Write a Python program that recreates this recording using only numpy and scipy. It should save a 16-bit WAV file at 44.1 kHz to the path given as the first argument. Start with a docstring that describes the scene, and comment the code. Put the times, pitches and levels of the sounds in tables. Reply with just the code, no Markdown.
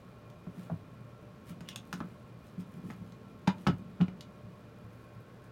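"""A small room: a plastic grid board carrying a moss ball is handled and turned on a plastic tub's lid.
The board drags, clacks down and rattles; the hollow lid thumps under knocks and presses.
Stiff ribs of the grid snap, and one creaks. Gloves brush the board, moss stems crackle faintly,
and a light scuff ends the handling. A fan hums throughout."""
import sys
import numpy as np
from scipy import signal
from scipy.fft import rfft, irfft, next_fast_len
from scipy.io import wavfile
from scipy.ndimage import uniform_filter1d

SR = 44100
rng = np.random.default_rng(int(sys.argv[2]) if len(sys.argv) > 2 else 0)


def wav_record(signal):
    """Record a signal, one row per channel, as 16-bit PCM in the file named by sys.argv[1]."""
    frames = np.transpose(np.atleast_2d(signal))
    bounded = np.clip(frames, -1, 1)
    # unit amplitude maps onto the largest positive 16-bit level
    quanta = np.round(bounded * 32767).astype(np.int16)
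    wavfile.write(sys.argv[1], SR, quanta)


N = 242991
TIME = np.arange(N) / SR

# moving air (frequency [Hz], relative density [dB])
AIR_SPECTRUM = [(25, -8.5), (48, -11.5), (85, -9), (120, -12), (145, -5.5), (190, -9), (280, -15),
                (480, -14.5), (800, -23), (1250, -24), (2000, -31), (4200, -39), (9000, -52.5),
                (15500, -53.5)]
# fan resonances (frequency [Hz], width [Hz], level [dB])
FAN_RESONANCES = [(118.1, 14, -57.5), (442, 4, -72), (594.4, 20, -67.5), (1082, 39, -69), (1354, 20, -73),
                  (2423, 82, -77.5)]
# board dragging on the lid (time [s], relative level [dB])
DRAG_LEVELS = [(0.0, -62.5), (0.69, -56.5), (1.06, -60.5), (2.02, -52.5), (2.16, -56), (2.31, -61.5),
               (2.96, -51.5), (3.42, -55.5), (3.68, -49), (4.32, -57), (4.65, -59.5), (4.86, -56),
               (5.0, -82), (5.2, -59), (5.5, -72)]
# rib snaps (time [s], relative level [dB], high-pass [Hz], low-pass [Hz],
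# note 1 [Hz], its gain [dB], note 2 [Hz], its gain [dB])
SNAPS = [(0.301, -55.5, 1000, 15000, 3550, -9.5, 6500, -20),
         (1.6073, -48, 1000, 16000, 5000, -14, 6900, -9), (1.6882, -35.5, 1110, 18000, 3220, -14, 5330, -8),
         (1.7599, -33, 400, 15140, 3310, -12.5, 6500, -9), (1.874, -56, 7000, 18000, 8560, -14, 12500, -12),
         (1.9288, -37.5, 1000, 16000, 3180, -19, 5400, -5.5),
         (1.939, -43, 2000, 17000, 5000, -10, 6400, -7), (2.482, -60, 3000, 8000, 5000, -10, 6600, -8),
         (2.607, -54, 4500, 17000, 5300, -5, 8700, -12), (2.907, -53, 1000, 10000, 5300, -6, 6560, -9),
         (3.122, -52.5, 3500, 8500, 4140, -8, 6500, -12),
         (3.477, -34.5, 1000, 9200, 4820, -6.5, 3560, -5.5), (3.583, -58, 2500, 14000, 3500, -4, 6700, -16),
         (3.673, -41, 1000, 11000, 4990, 2, 6600, -10), (4.2088, -41.5, 2580, 12900, 4180, -3, 5850, -20),
         (5.441, -55, 6000, 17000, 6340, -20, 9050, -10)]
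# crack of a snap (frequency [Hz], relative density [dB])
SNAP_SPECTRUM = [(300, -16), (1300, 7.5), (2200, 3.5), (3200, 4), (4400, -3), (6800, -4.5), (7500, -13),
                 (8600, -1.5), (9500, -13), (12000, -6.5), (15000, -10.5)]
# mode clusters of the thin ribs (frequency [Hz], width [Hz], gain [dB])
RIB_BANDS = [(2860, 160, -3), (3520, 250, -1), (5430, 500, -4), (5880, 150, -7), (6400, 300, -2),
             (6970, 250, -2), (8500, 600, -6), (12500, 3000, -11)]
# board landing on the lid (time [s], relative level [dB], spot note [Hz], its prominence [dB],
# high-pass [Hz], low-pass [Hz], loss per rattle [dB], relative thump level [dB])
LANDINGS = [(0.468, -52, 626, 9, 250, 1490, 19, -33.5), (0.699, -38, 640, 10.5, 450, 1150, 14, -43),
            (1.6075, -48, 910, -15, 300, 7000, 8.5, -36), (1.928, -36.5, 1380, 13, 950, 6000, 21, -48),
            (2.0042, -35.5, 1260, 4, 200, 2880, 12, -31.5), (2.902, -43.5, 1910, 8, 350, 2930, 4.5, -37.5),
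            (3.4738, -28, 1450, 6, 695, 3600, 5, -44), (3.4758, -28, 750, 10, 625, 4900, 7, -48),
            (3.6672, -23.5, 1290, 3.5, 510, 2900, 4, -17.5), (3.6709, -28.5, 2920, 9.5, 600, 6000, 13, -49),
            (4.005, -39, 1400, 8.5, 303, 2000, 7, -48), (4.0116, -37, 2750, 8, 594, 4370, 5.5, -46),
            (4.0824, -46.5, 2190, 8, 350, 4280, 18, -40.5)]
# crack of a landing (frequency [Hz], relative density [dB])
KNOCK_SPECTRUM = [(100, -28.5), (300, 7.5), (520, 5), (750, 8.5), (1400, 0.5), (1800, -4), (3100, -7),
                  (4200, -10), (6500, -11), (8000, -16), (16000, -5.5)]
# board modes (frequency [Hz], gain [dB], t60 [s])
BOARD_MODES = [(404, -10, .13), (686, -5, .15), (730, -2, .12), (905, -2, .16), (991, -4, .12),
               (1208, -7, .17), (1300, -1, .14), (1423, -2, .13), (1512, -6, .13), (1760, -9, .11),
               (2080, -8, .12), (2422, -10, .12), (2917, -10, .13), (3250, -12, .12), (4926, -19, .13),
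               (6665, -23, .1)]
# lid modes; the fourth is the main drum mode (frequency [Hz], gain [dB], t60 [s])
LID_MODES = [(67.3, -22, 0.16), (108.4, -14, 0.2), (144.7, -22, 0.47), (176, 1.5, 0.17), (215.4, -8, 0.076),
             (269, -15, 0.18), (330.6, -18.5, 0.11), (402, -21.5, 0.15)]
# hands and moss ball loading the lid (time [s], relative level [dB], push time [s], t60 scale [ratio],
# low-mode gain from sag [dB], nominal lid pitch under load [Hz])
LID_PRESSES = [(0.572, -37, 0.011, 1.6, -3, 180.3), (0.713, -26.5, 0.011, 0.85, 7, 171),
               (1.503, -35, 0.0085, 0.83, 6, 177), (1.936, -33.5, 0.0033, 1.4, -12, 182),
               (2.011, -30.5, 0.0035, 0.29, -2, 222), (2.042, -35, 0.0047, 0.57, 1, 188),
               (2.578, -30, 0.01, 1.04, 3, 183), (2.765, -35, 0.0096, 0.9, -7, 176.3),
               (2.839, -36.5, 0.0032, 1.2, 4.5, 179.3), (2.887, -40.5, 0.0027, 0.49, 8, 222),
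               (2.999, -41, 0.0084, 1.7, 14, 177.3), (3.4766, -14, 0.0058, 0.43, -4.5, 190.5),
               (3.684, -13, 0.0062, 0.52, 5.5, 176.4), (3.731, -33.5, 0.0085, 0.39, 17.5, 183),
               (4.001, -16, 0.017, 1.2, -4.5, 179.5), (4.083, -31, 0.0034, 0.65, -3, 182.5),
               (4.428, -49.5, 0.012, 2.1, 20.5, 181.8), (4.825, -51, 0.019, 1.6, 23.5, 183),
               (5.156, -50, 0.0098, 0.67, 22, 185)]
# glove strokes (peak time [s], swell and fade time [s], level [dB])
GLOVE_STROKES = [(0.61, 0.054, -67), (1.494, 0.016, -58.5), (1.98, 0.065, -72), (2.47, 0.035, -75),
                 (2.606, 0.013, -66.5), (2.73, 0.027, -77), (2.89, 0.055, -68.5), (3.09, 0.038, -80),
                 (3.63, 0.054, -70.5), (5.0, 0.12, -93)]
# glove friction (frequency [Hz], relative density [dB])
GLOVE_SPECTRUM = [(300, -12), (1200, 7.5), (3000, 4.5), (6000, -2), (10000, -1), (15000, -3.5)]
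# creeping rib (time [s], pitch [Hz], level [dB])
CREAK_PATH = [(1.65, 2900, -85), (1.678, 2880, -59), (1.712, 2860, -59), (1.735, 2800, -58),
              (1.75, 2700, -84)]
# fingers on the moss (peak time [s], swell and fade time [s], relative level [dB])
MOSS_TOUCHES = [(2.75, .04, -72), (2.89, .05, -69), (4.99, .15, -67.5)]
# room decay (frequency [Hz], t60 [s])
ROOM_DECAY = [(100, 0.46), (500, 0.16), (1500, 0.14), (4000, 0.12), (8000, 0.09), (16000, 0.056)]


def from_db(db):
    """Decibels to gain."""
    return 10 ** (np.asarray(db) / 20)


def rms_one(x):
    """Scale to rms 1."""
    return x / np.sqrt(np.mean(x ** 2) + 1e-20)


def unit_energy(x):
    """Scale to energy 1."""
    return x / np.sqrt(np.sum(x ** 2) + 1e-20)


def at_hz(points, hz):
    """Read a table on a log-frequency axis."""
    points_hz, values = np.transpose(points)
    return np.interp(np.log(np.maximum(hz, 1)), np.log(points_hz), values)


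def add(out, at_s, sound):
    """Mix a sound in at a time."""
    i = int(at_s * SR)
    out[i:i + len(sound)] += sound[:N - i]


def coloured(x, spectrum):
    """Minimum-phase filter with the given spectrum."""
    n = 2 * next_fast_len(len(x))
    gain = from_db(at_hz(spectrum, np.fft.rfftfreq(n, 1 / SR)))
    cepstrum = irfft(np.log(gain))
    cepstrum[1:n // 2] *= 2
    cepstrum[n // 2 + 1:] = 0
    return irfft(rfft(x, n) * np.exp(rfft(cepstrum)))[:len(x)]


def resonance(x, hz, width_hz):
    """Two-pole band-pass, peak gain 1."""
    r = np.exp(-np.pi * width_hz / SR)
    feedback = [1, -2 * r * np.cos(2 * np.pi * hz / SR), r * r]
    return signal.lfilter(np.array([1, 0, -1]) * (1 - r * r) / 2, feedback, x)


def murmur(hz, width_hz, widen=1):
    """Noise through two resonances in series, rms 1."""
    band = resonance(rng.standard_normal(N), hz, width_hz)
    return rms_one(resonance(band, hz, widen * width_hz))


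def band_limit(x, thin_hz, dull_hz):
    """High-pass and low-pass: a small contact is thin, a soft one dull."""
    x = signal.sosfilt(signal.butter(2, thin_hz, "high", fs=SR, output="sos"), x)
    return signal.sosfilt(signal.butter(2, dull_hz, fs=SR, output="sos"), x)


def ring(t, hz, t60_s):
    """Decaying sine."""
    return np.sin(2 * np.pi * hz * t) * from_db(-60 * t / t60_s)


def decaying(impulses, t60_s):
    """Give each impulse an exponential tail."""
    return signal.lfilter([1], [1, -from_db(-60 / (t60_s * SR))], impulses)


def transient(x, spectrum):
    """Colour a pulse; scale it to the energy of 5 ms at rms 1."""
    return unit_energy(coloured(x, spectrum)) * np.sqrt(.005 * SR)


def crack(t, spectrum, t60_s, spike):
    """Contact spike, then dense, quickly damped modes."""
    burst = unit_energy(rng.standard_normal(len(t)) * from_db(-60 * t / t60_s))
    burst[0] += spike
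    return transient(burst, spectrum)


def fan(air_db=-54.5):
    """Steady moving air with a few narrow resonances."""
    air = from_db(air_db) * rms_one(coloured(rng.standard_normal(N), AIR_SPECTRUM))
    return air + sum(from_db(db) * murmur(hz, width_hz) for hz, width_hz, db in FAN_RESONANCES)


def drag():
    """Friction keeps the lid's main mode murmuring."""
    level_db = np.interp(TIME, *np.transpose(DRAG_LEVELS)) + .5
    return from_db(level_db) * murmur(hz=183, width_hz=55, widen=3)


def rib_cluster(t, centre_hz, count=7, spread_hz=420, t60_s=.088):
    """Close, unevenly spaced modes of neighbouring ribs beat as they decay."""
    pitches_hz = centre_hz + spread_hz * (2 * (np.arange(count) + rng.random(count)) / count - 1)
    return sum(rng.choice([-1, 1]) * ring(t, hz, t60_s) for hz in pitches_hz) / np.sqrt(count)


def rib_snaps(bite_db=11, shiver_db=-17, shiver_t60_s=.115):
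    """A rib slips: a bright crack and two ringing notes over a shiver of the whole grid."""
    out, t = np.zeros(N), TIME[:SR // 3]
    for at_s, db, thin_hz, dull_hz, note1_hz, note1_db, note2_hz, note2_db in SNAPS:
        noise = rng.standard_normal(len(t))
        ribs = sum(from_db(band_db) * rms_one(resonance(noise, hz, width_hz))
                   for hz, width_hz, band_db in RIB_BANDS)
        shiver = ribs * from_db(shiver_db - 60 * t / shiver_t60_s)
        snap = crack(t, SNAP_SPECTRUM, t60_s=.022, spike=.7)
        notes = 0
        for hz, note_db in ((note1_hz, note1_db), (note2_hz, note2_db)):
            bite = from_db(bite_db) * resonance(snap, hz, width_hz=1000)
            notes += from_db(note_db) * (rib_cluster(t, hz) + bite)
        add(out, at_s, from_db(db - 8) * band_limit(snap + notes + shiver, thin_hz, dull_hz))
    return out


def contact(spot_hz, spot_db, tap_db=-3, modes_db=-15):
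    """Plastic on plastic: a crack, a peak or dip at the struck spot's note, and the board's modes."""
    t = TIME[:SR // 5]
    blow = crack(t, KNOCK_SPECTRUM, t60_s=.065, spike=.75)
    tap = from_db(tap_db) * transient(signal.unit_impulse(len(t)), KNOCK_SPECTRUM)
    note = (from_db(spot_db) - 1) * resonance(blow + tap, spot_hz, .17 * spot_hz)
    modes = sum(rng.choice([-1, 1]) * from_db(db + 2 * rng.normal()) * ring(t, hz, t60_s)
                for hz, db, t60_s in BOARD_MODES)
    return blow + note + from_db(modes_db) * modes


def board_knocks(contacts=4, first_gap_s=.0048, wander_oct=1.16, dulling=.95):
    """The board lands and rattles on wandering spots: contacts ever weaker, duller, further apart."""
    out = np.zeros(N)
    for at_s, db, spot_hz, spot_db, thin_hz, dull_hz, loss_db, _ in LANDINGS:
        for k in range(contacts):
            note_hz = spot_hz * 2 ** (k * rng.uniform(0, wander_oct))
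            clack = band_limit(contact(note_hz, spot_db), thin_hz, dull_hz * dulling ** k)
            add(out, at_s + first_gap_s * k ** 1.7, from_db(db - .5 - k * loss_db) * clack)
    return out


def thump(db, push_s, t60_scale, sag_db, pitch_ratio=1, rim_db_per_oct=3.5, neutral_push_s=.0096):
    """The hollow lid swells while pushed, then rings. Sag weights low modes; a quick push wakes the rim."""
    t = TIME[:SR // 2]
    rim_db = rim_db_per_oct * np.log2(neutral_push_s / push_s)
    tilt = [(110.2, sag_db), (179.05, 0), (220.4, rim_db)]  # (frequency [Hz], gain [dB])
    swell = np.sin(np.pi / 2 * np.minimum(t / push_s, 1)) ** 1.06
    free_s = np.maximum(t - push_s, 0)
    out = 0
    for hz, mode_db, t60_s in LID_MODES:
        loaded_hz = hz * pitch_ratio ** np.interp(hz, [220, 270], [1, 0])  # stiff rim keeps its pitch
        gain = from_db(db - 2 + mode_db + at_hz(tilt, hz))
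        decay = from_db(-60 * free_s / (t60_s * t60_scale))
        out += gain * swell * decay * np.sin(2 * np.pi * loaded_hz * t)
    return out


def lid_thumps(lag_s=.0022, usual_hz=179.05, grip_s=4.048, choke_db_per_s=898):
    """The lid gives under each knock and press. A hand grips the board and chokes earlier presses."""
    out = np.zeros(N)
    for at_s, *_, db in LANDINGS:
        add(out, at_s + lag_s, thump(db, push_s=.0048, t60_scale=.8, sag_db=.5))
    for at_s, db, push_s, t60_scale, sag_db, pitch_hz in LID_PRESSES:
        boom = thump(db, push_s, t60_scale, sag_db, pitch_hz / usual_hz)
        held_s = np.maximum(at_s + TIME[:len(boom)] - grip_s, 0) * (at_s < grip_s)
        add(out, at_s, boom * from_db(-choke_db_per_s * held_s))
    return out


def gloves(rest_db=-79, rest_catches_per_s=700, stroke_catches_per_s=1800, grain_db=2.6, grain_s=.003):
    """Soft brushing: many tiny fibres catch and merge into a grainy hiss."""
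    pressure = from_db(rest_db) + sum(from_db(db) * np.exp(-np.abs(TIME - at_s) / swell_s)
                                      for at_s, swell_s, db in GLOVE_STROKES)
    rate_per_s = rest_catches_per_s + stroke_catches_per_s * pressure / pressure.max()
    caught = rng.random(N) < rate_per_s / SR
    catches = rms_one(caught * rng.standard_normal(N) / np.sqrt(rate_per_s))
    grain = rms_one(uniform_filter1d(rng.standard_normal(N), int(grain_s * SR)))
    hiss = .75 * rng.standard_normal(N)
    return pressure * from_db(grain_db * grain) * rms_one(coloured(catches + hiss, GLOVE_SPECTRUM))


def rib_creak(slips_per_s=600, t60_s=.01):
    """A rib creeps along its neighbour: uneven slips excite one narrow, sinking resonance."""
    times_s, hz, db = np.transpose(CREAK_PATH)
    carrier = np.exp(2j * np.pi * np.cumsum(np.interp(TIME, times_s, hz)) / SR)
    slips = rng.random(N) < slips_per_s / SR
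    creak = (carrier * decaying(slips / carrier, t60_s)).real  # each slip rings at the gliding pitch
    return np.interp(TIME, times_s, from_db(db), left=0, right=0) * rms_one(creak)


def moss(crackles_per_s=70, t60_s=.018):
    """Fingers press the moss; single stems give faint, high crackles."""
    breaks = np.zeros(N)
    for at_s, swell_s, db in MOSS_TOUCHES:
        touch = np.exp(-((TIME - at_s) / swell_s) ** 2)
        stems = rng.random(N) < crackles_per_s * touch / SR
        breaks += from_db(db) * stems * rng.uniform(.4, 1, N)
    hiss = rms_one(resonance(rng.standard_normal(N), hz=12800, width_hz=5500))
    return decaying(breaks + 1e-18, t60_s) * hiss


def scuff(peak_s=5.29, swell_s=.51, db=-73):
    """The hands settle; light rubbing excites one board resonance."""
    swell = np.exp(-((TIME - peak_s) / swell_s) ** 2)
    return from_db(db) * swell * murmur(hz=1530, width_hz=150)


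def room(x, build_s=.011):
    """Diffuse reflections build up and decay, faster in the treble."""
    t, edges_hz = TIME[:SR // 2], np.geomspace(50, 18000, 10)
    tail = 0
    for low_hz, high_hz in zip(edges_hz, edges_hz[1:]):
        band_pass = signal.butter(2, [low_hz, high_hz], "band", fs=SR, output="sos")
        t60_s = at_hz(ROOM_DECAY, np.sqrt(low_hz * high_hz))
        tail += signal.sosfilt(band_pass, rng.standard_normal(len(t))) * from_db(-60 * t / t60_s)
    onset = 1 - np.exp(-(t / build_s) ** 2)
    return signal.fftconvolve(x, unit_energy(tail * onset))[:N]


def scene():
    """Handling sounds with their room sends, plus dry drag and fan; mono."""
    lid = lid_thumps()
    board = board_knocks()
    ribs = rib_snaps() + rib_creak()
    rubbing = gloves() + moss() + scuff()
    send = from_db(-24) * lid + from_db(-12.5) * board + from_db(-9.5) * ribs + from_db(-3.5) * rubbing
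    return (lid + board + ribs + rubbing + room(send) + drag() + fan())[None]


def record(dry, low_cut_hz=53, high_cut_hz=15900):
    """The microphone loses deep bass; the top is cut steeply."""
    thin = signal.sosfilt(signal.butter(3, low_cut_hz, "high", fs=SR, output="sos"), dry)
    return signal.sosfilt(signal.ellip(10, .1, 70, high_cut_hz, fs=SR, output="sos"), thin)


dry = scene()
out = record(dry)
wav_record(out)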